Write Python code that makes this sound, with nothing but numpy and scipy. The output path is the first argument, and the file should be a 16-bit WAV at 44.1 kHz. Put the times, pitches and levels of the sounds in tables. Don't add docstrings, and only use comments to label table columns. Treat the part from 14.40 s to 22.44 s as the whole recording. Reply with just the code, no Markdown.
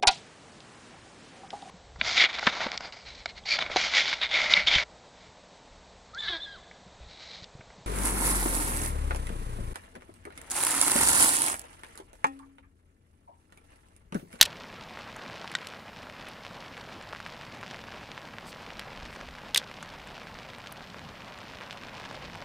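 import sys
import numpy as np
from scipy import signal
from scipy.fft import rfft, irfft
from scipy.io import wavfile
from scipy.ndimage import uniform_filter1d

SR = 44100
rng = np.random.default_rng(int(sys.argv[2]) if len(sys.argv) > 2 else 0)


def store_pcm(level_fs):
    pcm = np.round(np.clip(level_fs, -1, 1) * 32767).astype(np.int16)
    wavfile.write(sys.argv[1], SR, np.atleast_2d(pcm).T)


def to_linear_factor(level_db):
    exponent = np.asarray(level_db, float) / 20
    return 10 ** exponent


N = 354679

# (time [s], level [dB])
BURN_DB = [(.08, 2), (.32, -.5), (.8, 1.5), (1.1, 2.5), (1.52, -2), (2.05, .5), (2.55, -0.63), (3.25, 0.57),
           (4.14, -1), (4.5, 1), (4.95, -1.16), (6.0, 0.33), (6.73, -2), (7.4, 0.58), (8.04, 2.5)]
SMALL_COUNT, SMALL_HZ = 160, 1584
CRACK_MS = 1


def evened(x):
    return x / np.sqrt(np.mean(x ** 2) + 1e-20)


def read(points, hz):
    f, value = np.transpose(points)
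    return np.interp(np.log(hz + 1), np.log(f + 1), value)


def curve(rows):
    s, db = np.transpose(rows)
    return np.interp(np.arange(N) / SR, s, db)


def swells(rows):
    t = np.arange(N) / SR
    return sum(db * np.exp(-((t - s) / half_s) ** 2) for s, db, half_s in rows)


def add(mix, s, sound):
    part = mix[round(s * SR):][:len(sound)]
    part += sound[:len(part)]


def ring(x, hz, width_hz):
    r = np.exp(-np.pi * width_hz / SR)
    turn = 2 * np.pi * min(hz, 16000) / SR
    return signal.lfilter([1, 0, -r], [1, -2 * r * np.cos(turn), r * r], x)


def ring_twice(x, first, second):
    return evened(ring(ring(x, *first), *second))


def band_noise(low_hz, high_hz):
    band = signal.butter(2, [low_hz, high_hz], "band", fs=SR, output="sos")
    return evened(signal.sosfilt(band, rng.standard_normal(N)))


def coloured(points, patch_db=0., flicker_db=0.):
    frames, hz = N // 256 + 5, np.fft.rfftfreq(1024, 1 / SR)
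    a, b, patches = rng.standard_normal((frames, 513, 3)).T
    patches = uniform_filter1d(patches, size=12, axis=0)
    patches = evened(uniform_filter1d(patches, size=10, axis=1))
    flicker = evened(uniform_filter1d(rng.standard_normal(frames), size=4))
    level_db = read(points, hz)[:, None] + patch_db * patches + flicker_db * flicker
    z = (a + 1j * b) * to_linear_factor(level_db)
    return evened(signal.istft(z, nperseg=1024, noverlap=768)[1][:N])


def microphone_hiss():
    # (frequency [Hz], density [dB per Hz])
    hiss_colour = [(3000, -19.5), (6000, 1.5), (9000, -3), (15800, -2.5), (17000, -30)]
    return coloured(hiss_colour) * to_linear_factor(-70.5)


def port_hiss():
    # (frequency [Hz], density [dB per Hz])
    apart_colour = [(15, -27), (25, 3), (228, -13.5), (412, -13.5), (809, -19.5), (926, -42), (3560, -44),
                    (4300, -22.5), (6990, -17.5), (15700, -14)]
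    return coloured(apart_colour) * to_linear_factor(-73.5)


def river():
    # (frequency [Hz], density [dB per Hz])
    wash_colour = [(88, -30.5), (150, -8), (229, 5), (303, -4), (454, -2.5), (513, -2.5), (1000, -1),
                   (3080, -10.5), (5040, -17), (6330, -26.5), (10000, -34.5), (13000, -61.5), (22000, -120)]
    wash_db, burn_share = -49, 0.6
    return coloured(wash_colour, patch_db=1.5, flicker_db=1.5) * to_linear_factor(wash_db + burn_share * curve(BURN_DB))


def flames():
    # (time [s], rise over the calm [dB], half length [s])
    puff_rows = [
        (.01, 14, .06),
        (.3, 2, 0.11),
        (1.2, -9, 0.27),
        (2.6, 2, .2),
        (4.38, 5, 0.13),
        (4.64, 13, .09),
        (4.89, 12.5, 0.075),
        (5.7, 5, 0.44),
        (7.85, 10, .13),
    ]
    # (time [s], rise [dB], half length [s])
    flare_rows = [
        (.05, 3, .3),
        (3.2, 2, 0.32),
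        (6.64, 5.5, 0.11),
        (7.9, 4, 0.51),
    ]
    calm_db, roar_db = -62.5, -55
    puffs = band_noise(22, 72) * to_linear_factor(calm_db + swells(puff_rows))
    beat = band_noise(80, 210) * to_linear_factor(roar_db + swells(flare_rows))
    return puffs + beat


def sleeve():
    # (start [s], length [s], level [dB])
    brush_rows = [
        (4.04, 0.095, -51.5),
        (4.68, 0.11, -63),
        (1.282, 0.015, -55.5),
        (2.862, .02, -58),
    ]
    # (frequency [Hz], density [dB per Hz])
    cloth_colour = [(2500, -25), (4500, 3), (6500, -7), (8700, -1), (10500, -11), (15500, -14.5)]
    out, cloth = np.zeros(N), coloured(cloth_colour, flicker_db=1.5)
    for s, length_s, db in brush_rows:
        swell = np.sin(np.pi * np.arange(0, length_s, 1 / SR) / length_s) ** 2.0
        add(out, s, to_linear_factor(db) * swell)
    return out * cloth


def knock():
    # (frequency [Hz], level [dB], t60 [s])
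    mode_rows = [(1520, -20.5, 0.025), (1890, -15.5, 0.015), (3700, -20, 0.02), (4200, -42, 0.018),
                 (7540, -24, 0.0083)]
    out, t = np.zeros(N), np.arange(2000) / SR
    modes = sum(to_linear_factor(db - 60 * t / t60_s) * np.sin(2 * np.pi * hz * t) for hz, db, t60_s in mode_rows)
    contact_s = 0.00036
    add(out, 1.1514, modes * np.minimum(t / contact_s, 1))
    return out


def burst(hz, cycles, chance):
    turns = hz * np.arange(420) / SR
    body = -np.sin(2 * np.pi * turns) * np.exp(-turns / cycles) * (1 - np.exp(-turns * 5))
    body = signal.lfilter([1, -1], [1, -np.exp(-2 * np.pi * 0.26 * hz / SR)], body)
    for late, share in np.reshape(chance, (2, 2)):
        delay_s = .0006 + .0035 * late
        body = body + 0.52 * (share - .5) * np.roll(body, round(delay_s * SR))
    return body / abs(body).max()


def crackle(per_s=1100, spread_db=5.0):
    # (frequency [Hz], density [dB per Hz])
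    grain_colour = [(180, -37), (300, -11.5), (327, -4.5), (567, 0.5), (694, -0.5), (1260, -4.5),
                    (2660, -5), (5180, -13), (9500, -35), (12400, -61.5), (20900, -120)]
    crackle_db, burn_share = -49.5, 0.8
    clumps = to_linear_factor(2.2 * evened(uniform_filter1d(rng.standard_normal(N), size=700)))
    size = to_linear_factor(spread_db * np.minimum(rng.exponential(1, N), 2.8))
    size *= rng.random(N) < clumps * per_s / SR
    kind, out = rng.integers(0, 24, N), np.zeros(N)
    for k, hz in enumerate(np.geomspace(600, 3500, num=24)):
        out += signal.oaconvolve(size * (kind == k), burst(hz, 0.66, rng.random(4)))[:N]
    spectrum = rfft(out)
    own = np.sqrt(uniform_filter1d(abs(spectrum) ** 2, size=3000)) + 1e-9
    colour = to_linear_factor(read(grain_colour, np.fft.rfftfreq(N, 1 / SR)))
    return evened(irfft(spectrum / own * colour, N)) * to_linear_factor(crackle_db + burn_share * curve(BURN_DB))


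def lesser_ticks():
    faintest_db, reach_db, spread_octaves, burn_share = -34, 7, 0.39, 3
    spark_share, spark_below_db, spark_hz = .12, -17.5, 7000
    when, size, spits = rng.random((SMALL_COUNT, 3)).T
    hz = SMALL_HZ * 2 ** (spread_octaves * rng.standard_normal(SMALL_COUNT))
    eager = np.cumsum(to_linear_factor(burn_share * curve(BURN_DB)))
    s = np.interp(when, eager / eager[-1], np.arange(N) / SR)
    db = faintest_db + reach_db * size ** 1.3
    rows = np.transpose([s, db, hz, CRACK_MS + 0 * s])
    spat = [(s, db + spark_below_db, spark_hz) for s, db, _, _ in rows[spits < spark_share]]
    return list(rows), spat


def ticks():
    # (time [s], peak [dB], pitch [Hz], crack [ms])
    clear_rows = [(.573, -23.5, 1250, 1.5), (.5904, -26, 1680, 1.1), (1.044, -25.5, 1020, 1.5),
                  (1.0767, -24, 2170, .8), (1.1869, -23, 1600, .8), (1.2707, -20, 3390, 1.6),
                  (1.337, -24, 1260, 0.89), (2.0503, -25, 2160, 0.97), (2.0659, -25.5, 1950, 0.69),
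                  (2.7317, -22, 950, 3.3), (2.8024, -24, 1250, 2.5), (2.8633, -22, 1500, 1.7),
                  (3.2296, -24.5, 1240, .9), (3.2346, -24, 1200, .9), (3.3114, -22.5, 1900, 1.3),
                  (3.7167, -23.5, 2100, 0.73), (3.7777, -23, 1560, 1.1), (3.9844, -23.5, 1680, 0.93),
                  (4.305, -25, 1810, .8), (4.575, -25, 1840, 0.9), (4.812, -24.5, 1480, 1.4),
                  (5.4273, -27, 1250, 9.2), (5.8175, -29.5, 1380, 0.84), (4.3943, -19, 2300, .7),
                  (6.272, -23, 2710, 1.6), (6.5443, -27, 1210, 1.4), (7.3091, -22, 2430, 1.4),
                  (7.3277, -24.5, 1700, 0.99), (7.654, -27.5, 1150, 1.6), (7.711, -26, 945, 1.5)]
    # (time [s], peak [dB], pitch [Hz], tick peak [dB])
    spark_rows = [(0.7644, -34.5, 6910, -30), (1.1168, -35, 9000, -25), (1.2577, -44, 6800, -37),
                  (1.271, -32, 8120, -41), (1.6307, -44, 6800, -30), (1.887, -35.5, 9350, -31),
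                  (2.3777, -43.5, 7000, -27), (2.625, -42, 6810, -35), (2.8031, -45, 6750, -34),
                  (3.147, -41.5, 7170, -33), (3.2123, -43, 7170, -33), (3.312, -44, 6390, -42),
                  (3.3446, -48, 7090, -25), (3.7768, -50, 6900, -39), (4.2236, -45, 7100, -39),
                  (4.6592, -49, 6910, -27.5), (4.762, -40.5, 6410, -27), (5.1988, -42, 8180, -28),
                  (5.3142, -40, 6890, -27), (5.4275, -31.5, 6700, -38), (5.6735, -38, 7710, -30.5),
                  (6.1838, -39.5, 7850, -30), (6.3233, -30, 10700, -33), (6.5934, -46, 6870, -33),
                  (6.9882, -42, 7160, -32), (7.2101, -50, 6500, -27), (7.328, -39.5, 7060, -35),
                  (7.599, -43, 7740, -27), (7.727, -43, 6930, -33), (7.955, -42.5, 7890, -27)]
    shortest_cycles, cycles_per_ms = 0.34, 0.083
    crack_db, crack_db_per_octave = -15, 5
    out, t = np.zeros(N), np.arange(600) / SR
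    lesser, spat = lesser_ticks()
    throwing = [(s, db, SMALL_HZ, CRACK_MS) for s, _, _, db in spark_rows]
    rows = list(clear_rows) + throwing + lesser
    chances, noises = rng.random((len(rows), 4)), rng.standard_normal((len(rows), 600))
    for (s, db, hz, ms), chance, noise in zip(rows, chances, noises):
        cycles = shortest_cycles + cycles_per_ms * (ms - CRACK_MS)
        add(out, s, to_linear_factor(db - 0.8) * burst(hz * 1.157, cycles, chance))
        crack = evened(ring(noise, 3400, 4500) + 2.4 * ring(noise, hz, hz)) * np.exp(-1000 * t / ms)
        octaves_low = min(np.log2(hz / SMALL_HZ), 0)
        add(out, s, to_linear_factor(db + crack_db + crack_db_per_octave * octaves_low) * crack)
    out = signal.lfilter(*signal.butter(2, 7500, fs=SR), out)

    sparks = [row[:3] for row in spark_rows] + spat
    for (s, db, hz), noise in zip(sparks, rng.standard_normal((len(sparks), 600))):
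        fizz = ring_twice(noise + 4.3 * (t == 0), (hz, 0.49 * hz), (hz, 0.73 * hz))
        decay_s = 0.0023 * to_linear_factor(0.39 * (db + 29))
        add(out, s, to_linear_factor(db - 9.5) * fizz * np.exp(-t / decay_s))
    return out


def stones(x):
    t = np.arange(2600) / SR
    signs = rng.choice([-1., 1.], len(t))
    present = (rng.random(len(t)) < .1) * (t > .001)
    taps = to_linear_factor(-26.5 - 60 * t / .04) * signs * present
    taps[0] = 1
    return signal.oaconvolve(x, taps)[:N]


def snaps():
    # (time [s], level [dB], ring [Hz], tearing [ms], treble [dB])
    break_rows = [(0.0116, -3, 3560, 1.2, -7.5), (.0139, -10.5, 3650, 1.3, -4), (0.0149, -8, 3520, 1.6, -9),
                  (0.0263, -15, 2300, .8, -1), (0.029, -15, 3700, 1.1, -1.5),
                  (0.0303, -18, 3040, 0.42, -11), (0.053, -32, 2950, 9, -5),
                  (1.1522, -25.5, 3660, 1.2, -24.5), (4.3951, -33, 3300, .6, -6.5),
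                  (5.1455, -19.5, 3000, .9, -5), (5.1474, -22, 3300, 2.6, -18.5),
                  (5.1599, -19, 2150, .9, -7), (5.1618, -26, 3500, 4, -11), (5.1705, -32, 3000, 4, -0.5),
                  (5.1748, -25, 4300, 1.4, 4), (5.1766, -14, 3400, 1.2, -9),
                  (5.1785, -20.5, 3340, 0.46, -9.5)]
    break_t60_ms, after_db, after_t60_ms = 5, -17.5, 75
    out, t = np.zeros(N), np.arange(3000) / SR
    noises = rng.standard_normal((len(break_rows), 3, 3000))
    for (s, db, hz, ms, treble_db), (tear, lumps, air) in zip(break_rows, noises):
        click = 6.5 * (t == t[8])
        ragged = tear * to_linear_factor(3.0 * evened(uniform_filter1d(lumps, size=12))) + click
        tone = ring_twice(ragged, (hz, 1400), (hz, 3000))
        tone += to_linear_factor(-11.5) * ring_twice(ragged, (1900, 1000), (2000, 1600))
        tone += to_linear_factor(-21) * ring_twice(ragged, (1050, 600), (900, 1100))
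        tone += to_linear_factor(-15.5) * ring_twice(ragged, (4800, 1500), (4600, 3000))
        treble = evened(ring(ring(air, 8200, 4000), 8200, 9000) + 1.8 * ring(air, 11000, 5500))
        tone += to_linear_factor(treble_db) * treble * np.exp(-t / 0.0098)
        fall = 60 * np.maximum(1000 * t - ms, 0)
        dying = to_linear_factor(-fall / break_t60_ms) + to_linear_factor(after_db - fall / after_t60_ms)
        add(out, s, tone * to_linear_factor(db) * dying * np.minimum(t / 0.00039, 1))
    return out


def scene():
    background = river() + microphone_hiss() + flames() + sleeve()
    middle = background + stones(ticks() + crackle() + knock()) + snaps()
    apart = port_hiss() + to_linear_factor(-40.5) * np.diff(middle, 2, prepend=[0, 0])
    return np.array([middle + apart, middle - apart])


def low_pass(x):
    return signal.sosfilt(signal.butter(12, 15840, fs=SR, output="sos"), x)


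def record(dry):
    edge = signal.firwin(101, 15500, fs=SR)[None]
    limited = np.clip(signal.oaconvolve(dry, edge, "same"), -1, 1)
    return low_pass(limited)


dry = scene()
out = record(dry)
store_pcm(out)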